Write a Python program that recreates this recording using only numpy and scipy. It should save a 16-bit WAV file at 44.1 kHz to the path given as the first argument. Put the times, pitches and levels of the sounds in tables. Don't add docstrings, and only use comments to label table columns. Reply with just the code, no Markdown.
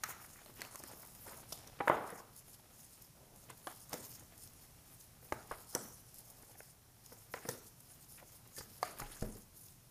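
import sys
import numpy as np
from scipy import signal
from scipy.fft import rfft, irfft, next_fast_len
from scipy.io import wavfile

SR = 44100
rng = np.random.default_rng(int(sys.argv[2]) if len(sys.argv) > 2 else 0)


def gain_from_decibels(decibels):
    exponent = np.asarray(decibels, float) / 20
    return 10 ** exponent


def transcribe(signal):
    frames = np.atleast_2d(signal).T
    limited = np.clip(frames, -1, 1)
    pcm = np.round(limited * 32767).astype(np.int16)
    wavfile.write(sys.argv[1], SR, pcm)


N = 436590


def rms_one(x):
    return x / np.sqrt(np.mean(x ** 2) + 1e-20)


def peak_one(x):
    return x / (np.max(np.abs(x)) + 1e-12)


def lowpass(x, hz):
    return signal.sosfilt(signal.butter(2, hz, fs=SR, output="sos"), x)


def band(x, low_hz, high_hz):
    edges = [low_hz, min(high_hz, 0.49 * SR)]
    return signal.sosfilt(signal.butter(2, edges, "band", fs=SR, output="sos"), x)


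def coloured(x, spectrum):
    hz, db = np.transpose(spectrum)
    size = next_fast_len(N)
    bins_hz = np.arange(size // 2 + 1) * SR / size
    gain_db = np.interp(np.log(bins_hz + 1), np.log(hz), db)
    return rms_one(irfft(rfft(x, size) * gain_from_decibels(gain_db), size)[:N])


def drift(rate):
    r = np.exp(-40 * np.pi * rate / SR)
    noise = rng.standard_normal(N // 20 + 2002)
    slow = rms_one(signal.lfilter([1], [1, -2 * r, r * r], noise)[2000:])
    return np.interp(np.arange(N) / 20, np.arange(len(slow)), slow)


def add(out, s, piece):
    i = max(round(s * SR), 0)
    out[i:i + len(piece)] += piece[:N - i]


# [Hz, dB per Hz]
ROOM_TONE = [(12, -34), (20, -4), (64, -4), (118, 0), (319, -12), (497, -15), (693, -14), (1640, -21),
             (3650, -23), (4820, -21), (5380, -18), (5850, -19), (7930, -21), (9900, -17), (15000, -20)]
ROOM_TONE_DB = -62.5
HUM_HZ, HUM_WIDTH_HZ, HUM_DB = 122, 21.5, -73


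def room_tone():
    air = coloured(rng.standard_normal(N), ROOM_TONE)
    rumble = gain_from_decibels(-9.0 + 3.7 * drift(0.31)) * band(air, 5, 320)
    motor = band(rng.standard_normal(N), HUM_HZ - HUM_WIDTH_HZ / 2, HUM_HZ + HUM_WIDTH_HZ / 2)
    drone = gain_from_decibels(HUM_DB + 2.0 * drift(1.5)) * rms_one(motor)
    return gain_from_decibels(ROOM_TONE_DB + 0.98 * drift(0.6)) * (air + rumble) + drone


# [Hz, dB per Hz]
RUSTLE = [(120, -25), (200, -1.5), (650, -5), (804, -3), (900, -7), (1250, -8.5), (2750, -13),
          (4000, -15.5), (5200, -21), (8800, -120)]
# [s, dB]
HANDLING = [(0.0, -66), (0.13, -61.5), (1.2, -63), (1.85, -60), (1.98, -62), (2.21, -63), (2.26, -64),
            (3.1, -72), (3.3, -69.5), (3.64, -65), (5.05, -70), (5.54, -63), (6.1, -68.5), (6.35, -67.5),
            (6.62, -71), (8.57, -69), (9.02, -57), (9.9, -76.5)]
# [s, s, dB, Hz]
RUBS = [(0.045, 0.09, -62, 2300), (0.423, .1, -73, 514), (0.566, .06, -62, 2200), (0.662, .08, -66, 900),
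        (0.855, 0.19, -63, 910), (1.266, 0.13, -58.5, 960), (2.096, 0.1, -59.5, 1320),
        (3.501, 0.0097, -58.5, 2400), (7.491, 0.051, -59, 1440), (3.18, 0.36, -68, 580),
        (3.916, 0.016, -59, 900), (5.518, 0.026, -55, 1500), (5.743, 0.024, -53.5, 900),
        (6.217, 0.29, -70, 695), (9.247, 0.14, -60, 380), (.15, .1, -65.5, 1450), (3.685, 0.034, -57, 1250),
        (7.119, 0.015, -62, 700), (1.897, 0.074, -60, 2400), (1.818, .04, -69, 2100),
        (7.37, 0.0089, -62, 1100), (7.35, 0.029, -57, 1600), (7.43, .015, -61, 1700),
        (8.185, 0.015, -61.5, 2070), (8.839, 0.074, -57, 1670), (8.979, 0.02, -63, 1980),
        (9.037, 0.054, -71, 990), (9.116, 0.068, -63.5, 1700)]
RUB_EDGE_S = 0.018


def handling():
    lumps = rng.standard_normal(N) * gain_from_decibels(3.5 * drift(90) + 2.5 * drift(14))
    seconds, level_db = np.transpose(HANDLING)
    squeeze_db = np.interp(np.arange(N) / SR, seconds, level_db)
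    out = gain_from_decibels(squeeze_db - 3.0) * coloured(lumps, RUSTLE)
    for s, length, db, centre_hz in RUBS:
        t = np.arange(-RUB_EDGE_S, length + RUB_EDGE_S, 1 / SR)
        fade = np.clip(np.minimum(t, length - t) / RUB_EDGE_S + 1, 0, 1)
        grain = band(lumps[int(s * SR):][:len(t)], centre_hz / 1.87, centre_hz * 1.34)
        add(out, s - RUB_EDGE_S, gain_from_decibels(db) * rms_one(grain) * fade)
    return out


# [s, dB, Hz, s]
TICKS = [(.034, -30.5, 6330, 0.0086), (.0889, -47, 7540, 0.013), (.1048, -43, 12860, 0.006),
         (.5703, -51.5, 9850, .0083), (.6175, -33.5, 4730, 0.0027), (.7566, -37.5, 9050, 0.0025),
         (1.519, -36, 5450, 0.027), (1.526, -42, 5640, 0.0053), (1.6703, -45.5, 6160, 0.0091),
         (1.8798, -34.5, 3580, 0.00068), (3.018, -47, 13200, 0.0086), (3.495, -45, 9200, 0.018),
         (3.6707, -39, 3160, 0.0024), (3.929, -34.5, 5600, 0.0077), (3.9394, -31, 7750, 0.0031),
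         (5.0063, -48.5, 6360, 0.0091), (5.3235, -37.5, 6100, 0.0038), (5.5139, -41, 9200, 0.0053),
         (5.7001, -53, 14470, .014), (5.7491, -26, 5960, 0.0032), (5.7512, -28, 8600, 0.0034),
         (7.3377, -42.5, 5650, 0.0012), (7.487, -33, 6140, 0.007), (7.8014, -48.5, 11470, 0.0086),
         (8.578, -41, 5200, 0.025), (8.8294, -32, 4860, 0.0023), (8.9863, -39, 10900, 0.002),
         (8.9998, -40.5, 6740, 0.0049), (9.043, -56, 2600, 0.0078), (9.1644, -51, 6580, .0106)]
# [s, dB, Hz]
FLECKS = [(0.606, -44, 5300), (0.6487, -46, 2820), (0.8364, -40, 9550), (0.877, -49, 9150),
          (0.914, -48, 9150), (1.003, -52, 10920), (1.0492, -49, 12270), (.26, -54, 11900),
          (.4469, -54, 10100), (.459, -52, 4200), (.5387, -55, 8860), (1.0155, -56, 13000),
          (1.0705, -48, 13300), (1.1488, -47, 11500), (1.509, -50, 11500), (1.5748, -48, 6900),
          (9.276, -57, 6000), (1.587, -48, 9900), (2.102, -42, 10400), (2.363, -45.5, 11400),
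          (3.3593, -51, 10100), (3.8034, -48, 14200), (3.8936, -45, 14100), (4.1946, -44, 10600),
          (4.3775, -49, 9800), (4.4736, -49, 5800), (4.5337, -51.5, 11230), (4.9455, -55, 9900),
          (5.3015, -53, 11700), (6.142, -46, 11400), (6.159, -51, 10000), (6.184, -44, 13800),
          (6.3622, -63, 14300), (6.4235, -48, 10400), (7.0604, -47, 6740), (7.6715, -50, 13400),
          (8.122, -49, 9800), (8.4737, -51, 14200), (9.209, -45.5, 6630), (9.683, -53, 5430)]
FLECK_BURST_S = 0.00365


def ticks():
    out, t = np.zeros(N), np.arange(1400) / SR
    rows = TICKS + [(*fleck, FLECK_BURST_S) for fleck in FLECKS]
    white = rng.standard_normal((len(rows), 2, len(t)))
    for (s, peak_db, centre_hz, burst), (fine, grain) in zip(rows, white):
        u = t / np.clip(burst - 0.0006, 0.0004, 0.015)
        crackle = fine * gain_from_decibels(6.0 * grain) * u ** 1.58 * np.exp(-3.5 * u ** 2)
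        flex = band(crackle, centre_hz * 0.897, centre_hz * 1.115)
        crack = band(crackle, min(centre_hz * 0.59, 7000), min(centre_hz * 2.4, 15500))
        tick = peak_one(0.96 * rms_one(crack) + 0.55 * rms_one(flex))
        add(out, s + 0.00017, gain_from_decibels(peak_db + 6.0) * tick)
    return out


def bounce(x, seconds, shares):
    touches = np.zeros(int(max(seconds) * SR) + 1)
    touches[(seconds * SR).astype(int)] = shares
    return signal.fftconvolve(x, touches)[:len(x)]


# [Hz, dB]
WOOD = [(215, -40), (280, -14), (370, -2.5), (475, 6), (630, 5), (710, 9.5), (800, 15.5), (960, 13),
        (1060, 18), (1270, 18.5), (1450, 5.5), (1750, 10), (2060, 6.5), (2500, -2.5)]
# [s, dB, dB, dB, s]
SHUFFLE_BLOWS = [(0.035, -30.5, -14, 12, 0.0069), (0.088, -43.5, -14, -2, 0.0031),
                 (0.102, -40.5, -4, 7.5, 0.0074), (0.6167, -36.5, -11, 8.5, 0.0022),
                 (0.7558, -43, -20, 6.5, 0.0034), (1.277, -44, 3, -6, 0.01), (1.523, -40.5, 2.5, 3, 0.0036),
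                 (1.874, -23, -12, 0, 0.0059), (1.8795, -19.5, -9.5, 14, 0.0026),
                 (1.8975, -16.5, -29, -9.5, 0.0038), (1.9147, -23.5, -10, -1, 0.00524),
                 (1.926, -32, -1, -8, .004), (1.961, -36, 10, -26, 0.0038), (2.124, -42.5, -1, -25, 0.0076),
                 (2.2, -47.5, -9, -1, .005)]
# [s, dB, dB, dB, s]
HAND_SNAPS = [(1.8023, -29.5, -15, -27, 0.0081), (1.8062, -26.5, -32, 7.5, 0.004),
              (3.4982, -47.5, 14.5, 6, 0.007), (3.6692, -36, 0.5, -2, 0.003),
              (5.322, -23.5, 3.5, 1.5, 0.0029), (5.5112, -30.5, -19, -3, 0.0032),
              (5.5177, -35.5, -10, 5, 0.0074), (6.604, -40, 6, 11, 0.00242),
              (7.3386, -28.5, 5, 5.5, 0.0025), (8.579, -43, 19.5, 10, 0.0089),
              (8.828, -26, -23.5, -3, 0.0022)]
# [s, dB, dB, dB, s]
TABLE_BLOWS = [
    (3.9288, -34, 5, 15, 0.0045),
    (3.9383, -34.5, 4, -13, 0.006),
    (5.75, -31.5, 3.5, -8.5, 0.004),
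    (5.7567, -35.5, -2, -1, 0.0055),
    (7.451, -37.5, 3, -11, 0.0057),
    (7.486, -34, 10, -7.5, 0.0071),
    (8.9961, -42, -10, 6, 0.006),
    (9.018, -39, -18, -19, .004),
    (9.2226, -33.5, 6, -12, 0.0042),
    (9.236, -43, 7, -34, 0.01),
]
# [s, dB, dB, dB]
TAPS = [(.245, -50, -8, 11), (0.3565, -54, -15, 15), (.388, -54, -15, 9), (0.46, -53.5, 0, -9),
        (.495, -53, 17, -9), (0.5937, -48, -0.5, -16.5), (0.6493, -47, -13, 7), (0.747, -49, -15, -2),
        (0.8358, -44, 8, 0), (0.9337, -48.5, -6, -17.5), (1.0292, -52, -3, 9), (1.33, -52, -15, 11),
        (1.371, -59, -13, -3), (4.2068, -55.5, -10, -18.5), (4.222, -56, 1, -20), (5.2256, -54, 4, -10),
        (6.43, -54, 2.5, -9), (6.552, -52, 6, 14), (7.1197, -49, 8, -6), (7.365, -47, 3, 6),
        (8.1834, -57, -2, 6), (8.226, -53.5, -19, -30), (8.6068, -46.5, 5.5, 2), (2.003, -50, 6, 0),
        (2.04, -45, 1.5, -5), (2.155, -46, 3, 3), (1.94, -35, 1, -2), (2.075, -44, 1, 0), (2.18, -48, 0, 3),
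        (.8, -49, 2, -4), (1.046, -56, -5, 6)]
TAP_SPREAD_S = 0.00492
IN_HAND_ROOM_DB, ON_TABLE_ROOM_DB = -6, 0.5
CENTRE_HZ, WEIGHT_SINKS_OCT_PER_DB, HARD_LIFTS_OCT_PER_DB = 1080, 0.54, 0.16
HEAVY_BELOW_HZ, HARD_ABOVE_HZ = 500, 1350
CONTACT_S, WOOD_T60_S = 0.0007, 0.011


def knocks():
    out, t = np.zeros((5, N)), np.arange(3000) / SR
    hz, db = np.transpose(WOOD)[:, :, None]
    decay = gain_from_decibels(-60 * t / (WOOD_T60_S * (800 / hz) ** 1.24))
    modes = -np.sin(2 * np.pi * hz * t) * np.minimum(t / CONTACT_S, 1) * decay
    rows = [(*blow, 0) for blow in SHUFFLE_BLOWS]
    rows += [(*snap, IN_HAND_ROOM_DB) for snap in HAND_SNAPS]
    rows += [(*blow, ON_TABLE_ROOM_DB) for blow in TABLE_BLOWS]
    rows += [(*tap, TAP_SPREAD_S, 0) for tap in TAPS]
    chance = rng.random((len(rows), 2 + len(WOOD)))
    for k, (row, c) in enumerate(zip(rows, chance)):
        s, peak_db, weight_db, hard_db, spread, room_db = row
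        shift_oct = HARD_LIFTS_OCT_PER_DB * hard_db - WEIGHT_SINKS_OCT_PER_DB * max(weight_db, 0)
        reach_db = -6.0 * np.log2(hz / (CENTRE_HZ * 2 ** shift_oct)) ** 2
        reach_db = np.where(hz > HARD_ABOVE_HZ, hard_db - 0.6, reach_db)
        reach_db = np.where(hz < HEAVY_BELOW_HZ, weight_db - 13.0, reach_db)
        blow_db = 3 * c[2:, None]
        touch = peak_one(np.sum(gain_from_decibels(db + reach_db + blow_db) * modes, axis=0))
        roll, again = np.clip(spread, 0.001, 0.017), np.clip(spread / 0.0055, 0.1, 0.9)
        gaps = np.r_[0, 0.3 + 0.2 * c[0], 0.65 + 0.2 * c[1], 1.2 + 0.4 * c[2]]
        body = bounce(touch, roll * gaps, [1, -again, again, -again / 2])
        add(out[0], s + 0.000857, gain_from_decibels(peak_db + 3.0) * peak_one(body))
        sent_db = peak_db + 4.3 * again + room_db + 0.9 * np.log2(spread / 0.0011)
        add(out[1 + k % 4], s + 0.00034, touch * gain_from_decibels(sent_db))
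    return lowpass(out, 2900)


# [Hz, s, dB]
ROOM = [(110, 0.52, -14.5), (231, 0.56, -11.5), (380, 0.55, -14.5), (720, 0.5, -15.5), (1110, 0.66, -14.5),
        (1540, 0.58, -15), (2400, 0.52, -15), (3300, 0.56, -15), (6100, 0.93, -25), (8900, 0.036, -21.5),
        (12400, 0.26, -44)]


def room(spots):
    t, out = np.arange(SR * 3 // 4) / SR, 0
    onset = np.clip((t - 0.002) / 0.0004, 0, 1)
    for x in spots:
        white, tail = rng.standard_normal((2, len(t))), 0
        for k, (hz, t60, db) in enumerate(ROOM):
            noise = rms_one(band(white[k % 2], hz / 1.27, hz * 1.27))
            dying = noise * np.sqrt(hz / SR) * gain_from_decibels(-60 * t / t60)
            tail = tail + gain_from_decibels(db) * dying * np.sqrt(14 / (t60 * SR))
        out = out + signal.fftconvolve(x, tail * onset)[:N]
    return out


def bending_modes(rows, twin):
    out, t = np.zeros(N), np.arange(20000) / SR
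    for s, peak_db, centre_hz, ring in rows:
        fade = (1 - np.exp(-t / 0.0027)) * gain_from_decibels(-60 * t / np.clip(ring, 0.015, 0.6))
        turn = 2 * np.pi * centre_hz * t
        tone = np.sin(turn) + twin * np.sin(1.2 * turn)
        add(out, s, gain_from_decibels(peak_db) * peak_one(tone * fade))
    return out


# [s, dB, Hz, s]
RINGS = [(.038, -44.5, 1300, 0.065), (1.808, -36, 812, 0.23), (1.876, -32, 900, 0.14),
         (1.9, -40, 476, 0.16), (5.513, -37.5, 1256, 0.037), (5.752, -39, 487, 0.063),
         (8.565, -53, 1760, 0.16), (8.997, -40, 1140, 0.021), (9.019, -43.5, 828, 0.14),
         (9.224, -46, 214, 0.51), (9.226, -45.5, 635, 0.12)]


def rings():
    return bending_modes(RINGS, twin=0.38)


# [s, s, dB, Hz, Hz]
SCRAPES = [(9.112, .035, -61, 3000, 4300), (9.16, 0.084, -65, 6700, 6700),
           (8.575, 0.043, -55.5, 5100, 5100), (1.2, .06, -56, 11500, 13000), (1.3, .03, -58, 12000, 11500),
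           (5.755, 0.068, -56, 8500, 7600), (5.335, .1, -61, 1450, 1350), (.045, .12, -59, 1350, 1350),
           (0.041, .1, -64, 2300, 2300), (.355, 0.057, -68, 2200, 2200), (2.09, 0.122, -63, 1800, 1750),
           (8.828, .008, -49, 4600, 4600), (7.338, .008, -57.5, 4600, 5200), (8.85, 0.082, -64, 2200, 2200),
           (8.21, 0.029, -60, 700, 710), (.59, 0.06, -64, 3000, 2100), (5.525, 0.028, -69, 2900, 3100)]
SCRAPE_WIDTH_SHARE = 0.25


def scrapes():
    out, white = np.zeros(N), rng.standard_normal((len(SCRAPES), 2, 6000))
    for (s, length, db, from_hz, to_hz), pair in zip(SCRAPES, white):
        u = np.arange(int(min(length, 0.13) * SR)) / (length * SR)
        a, b = lowpass(pair, SCRAPE_WIDTH_SHARE * to_hz / 2)[:, :len(u)]
        turn = 2 * np.pi * np.cumsum(from_hz + (to_hz - from_hz) * u) / SR
        hiss = rms_one(a * np.cos(turn) + b * np.sin(turn))
        add(out, s, gain_from_decibels(db) * hiss * np.sin(np.pi * u) ** 0.47)
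    return out


# [s, s, dB, dB]
SHUFFLE_SLIDES = [(0.045, 0.056, -56.5, 9), (0.127, 0.12, -70, 15), (.31, 0.086, -55, -3),
                  (0.404, 0.095, -63, 7), (0.56, 0.2, -60, 1), (0.756, 0.14, -56, 2), (0.836, 0.34, -58, 3),
                  (0.773, 0.021, -53.5, 2), (1.146, .025, -56.5, -5), (0.08, 0.026, -53, 0),
                  (1.267, 0.13, -51.5, -4), (1.49, 0.037, -56, 7), (1.55, 0.045, -54, -6),
                  (1.891, 0.057, -52, -5), (1.955, 0.13, -61, -4), (2.072, 0.12, -55.5, -4),
                  (2.353, 0.033, -61, 9), (2.483, 0.069, -53.5, -3), (2.71, 0.14, -64.5, 7),
                  (2.908, 0.026, -62.5, 6), (2.957, 0.085, -64.5, 4)]
# [s, s, dB, dB]
DEAL_SLIDES = [(3.364, 0.075, -63.5, 7), (3.52, .08, -61, 5.5), (3.674, 0.16, -52.5, -5.5),
               (3.92, 0.23, -53, 1), (4.177, 0.08, -60, -2), (4.388, 0.049, -54.5, 4.5),
               (4.582, 0.06, -62.5, 3.5), (4.873, 0.065, -63, 4), (5.001, 0.038, -58, -2),
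               (5.25, 0.32, -57.5, -1.5), (5.506, 0.17, -55, -4), (5.705, 0.06, -51.5, -1),
               (5.755, 0.25, -50.5, -12.5),
               (6.084, 0.11, -57, 0), (6.256, 0.26, -58, -3.5), (6.582, 0.13, -58.5, -4),
               (7.034, 0.1, -61.5, 7.5), (7.188, 0.038, -58, 2), (7.342, .13, -54, -7.5),
               (7.492, 0.096, -47.5, -11.5), (7.622, 0.046, -61.5, 3.5), (7.78, 0.16, -69, 12),
               (8.004, 0.021, -63.5, 8), (8.098, 0.1, -58.5, -3), (8.276, 0.089, -59, -3),
               (8.567, 0.01, -49, 5.5), (8.62, 0.16, -67, 13), (8.842, 0.11, -48, -11.5),
               (8.996, 0.026, -46.5, -7), (9.077, 0.15, -55.5, 5), (9.242, 0.17, -57.5, 0),
               (9.583, 0.074, -52.5, -5.5), (9.68, 0.059, -60, -2)]
SWELL_DB_PER_S, DIE_DB_PER_S, GRIP_DB = 352, 272, -80


def slip_db():
    t, out = np.arange(0, N, 32) / SR, GRIP_DB
    for s, length, db, change_db in SHUFFLE_SLIDES + DEAL_SLIDES:
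        held = db + change_db * np.clip((t - s) / length, 0, 1)
        before = SWELL_DB_PER_S * np.maximum(s - t, 0)
        after = DIE_DB_PER_S * np.maximum(t - s - length, 0)
        out = np.maximum(out, held - before - after)
    return np.interp(np.arange(N) / SR, t, out)


# [Hz, dB per Hz]
HISS = [(1600, -40), (2700, -12), (3900, -12), (4250, -6), (4900, -5), (5350, -2.5), (5900, -6), (6550, 2),
        (7800, -7), (9900, 3.5), (11300, 0), (12700, -1), (14600, 2)]
PATCH_EDGES_HZ = [2000, 4900, 5900, 7600, 9200, 11000, 13000, 16000]
SLIDE_TILT_DB = -0.75


def sliding():
    flutter_db = 6 * np.tanh(0.3 * drift(10) + 0.4 * drift(30) + 0.45 * drift(120))
    slips = rng.standard_normal(N) * gain_from_decibels(2.8 * np.minimum(rng.exponential(1, N), 5))
    hiss, out = coloured(slips, HISS), 0
    for k, (low, high) in enumerate(zip(PATCH_EDGES_HZ, PATCH_EDGES_HZ[1:])):
        lean = np.clip(np.log2(low * high / 8000 ** 2), -1, 1)
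        patch_db = 2.8 * drift(14) + 1.2 * drift(3)
        sign = (-1) ** k
        out = out + sign * band(hiss, low, high) * gain_from_decibels(lean * SLIDE_TILT_DB + patch_db)
    return gain_from_decibels(slip_db() + flutter_db - 3.0) * out


# [s, dB, Hz, Hz, dB]
FLEXES = [(1.8035, -27, 480, 390, 7), (3.5, -45, 1020, 560, 17), (3.671, -34, 338, 424, -1),
          (7.3392, -29.5, 495, 504, 4.5), (8.8292, -21.5, 707, 480, 4), (1.8985, -18.5, 490, 500, 0),
          (5.3228, -25, 477, 380, 0.5), (5.5115, -35, 420, 400, 2), (7.4885, -29.5, 488, 443, 1),
          (.6172, -37, 720, 430, -6), (3.675, -33, 710, 524, 5), (8.2265, -46, 700, 300, 18),
          (8.609, -38, 450, 403, -0.5)]
FLEX_RING_S, FLEX_ROOM_DB = 0.028, -9


def flexes():
    out, t, k = np.zeros(N), np.arange(2500) / SR, np.arange(4)[:, None]
    for s, peak_db, low_hz, step_hz, loss_db in FLEXES:
        hz = low_hz + step_hz * k
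        ring_s = FLEX_RING_S * (800 / hz) ** 0.31
        modes = np.sin(2 * np.pi * hz * t) * gain_from_decibels(-loss_db * k - 60 * t / ring_s)
        card = np.sum(modes * (-1) ** k, axis=0) * np.minimum(t / 0.0013, 1)
        add(out, s, gain_from_decibels(peak_db) * peak_one(card))
    return out


# [s, dB, Hz, s]
THUMPS = [(1.899, -32.5, 160, 0.016), (3.932, -51, 138, 0.036), (5.321, -39.5, 78, 0.037),
          (5.51, -50.5, 31.7, 0.15), (5.751, -41, 132, 0.013), (7.488, -44, 122, 0.059),
          (8.604, -44, 102, 0.027), (9.012, -48.5, 130, 0.061), (9.024, -46, 28.8, 0.46),
          (9.2225, -28.5, 110, 0.014), (9.223, -40, 32, 0.43)]


def thumps():
    return bending_modes(THUMPS, twin=0)


def scene():
    knock, *far = knocks()
    tick, thump, flex = ticks(), thumps(), flexes()
    far[0] = far[0] + gain_from_decibels(3.0) * band(tick, 4000, 15000) + thump
    far[1] = far[1] + gain_from_decibels(FLEX_ROOM_DB) * flex
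    walls = gain_from_decibels(12.0) * room(far)
    blows = knock + tick + thump + rings() + flex
    friction = scrapes() + sliding() + handling()
    return (blows + friction + walls + room_tone())[None]


def roll_off(x):
    return signal.sosfilt(signal.butter(12, 16340, fs=SR, output="sos"), x)


CUTOFF_HZ = 15000


def record(dry):
    steep = signal.ellip(12, 0.5, 60, CUTOFF_HZ, fs=SR, output="sos")
    mix = signal.sosfilt(steep, dry)
    return roll_off(mix)


dry = scene()
out = record(dry)
transcribe(out)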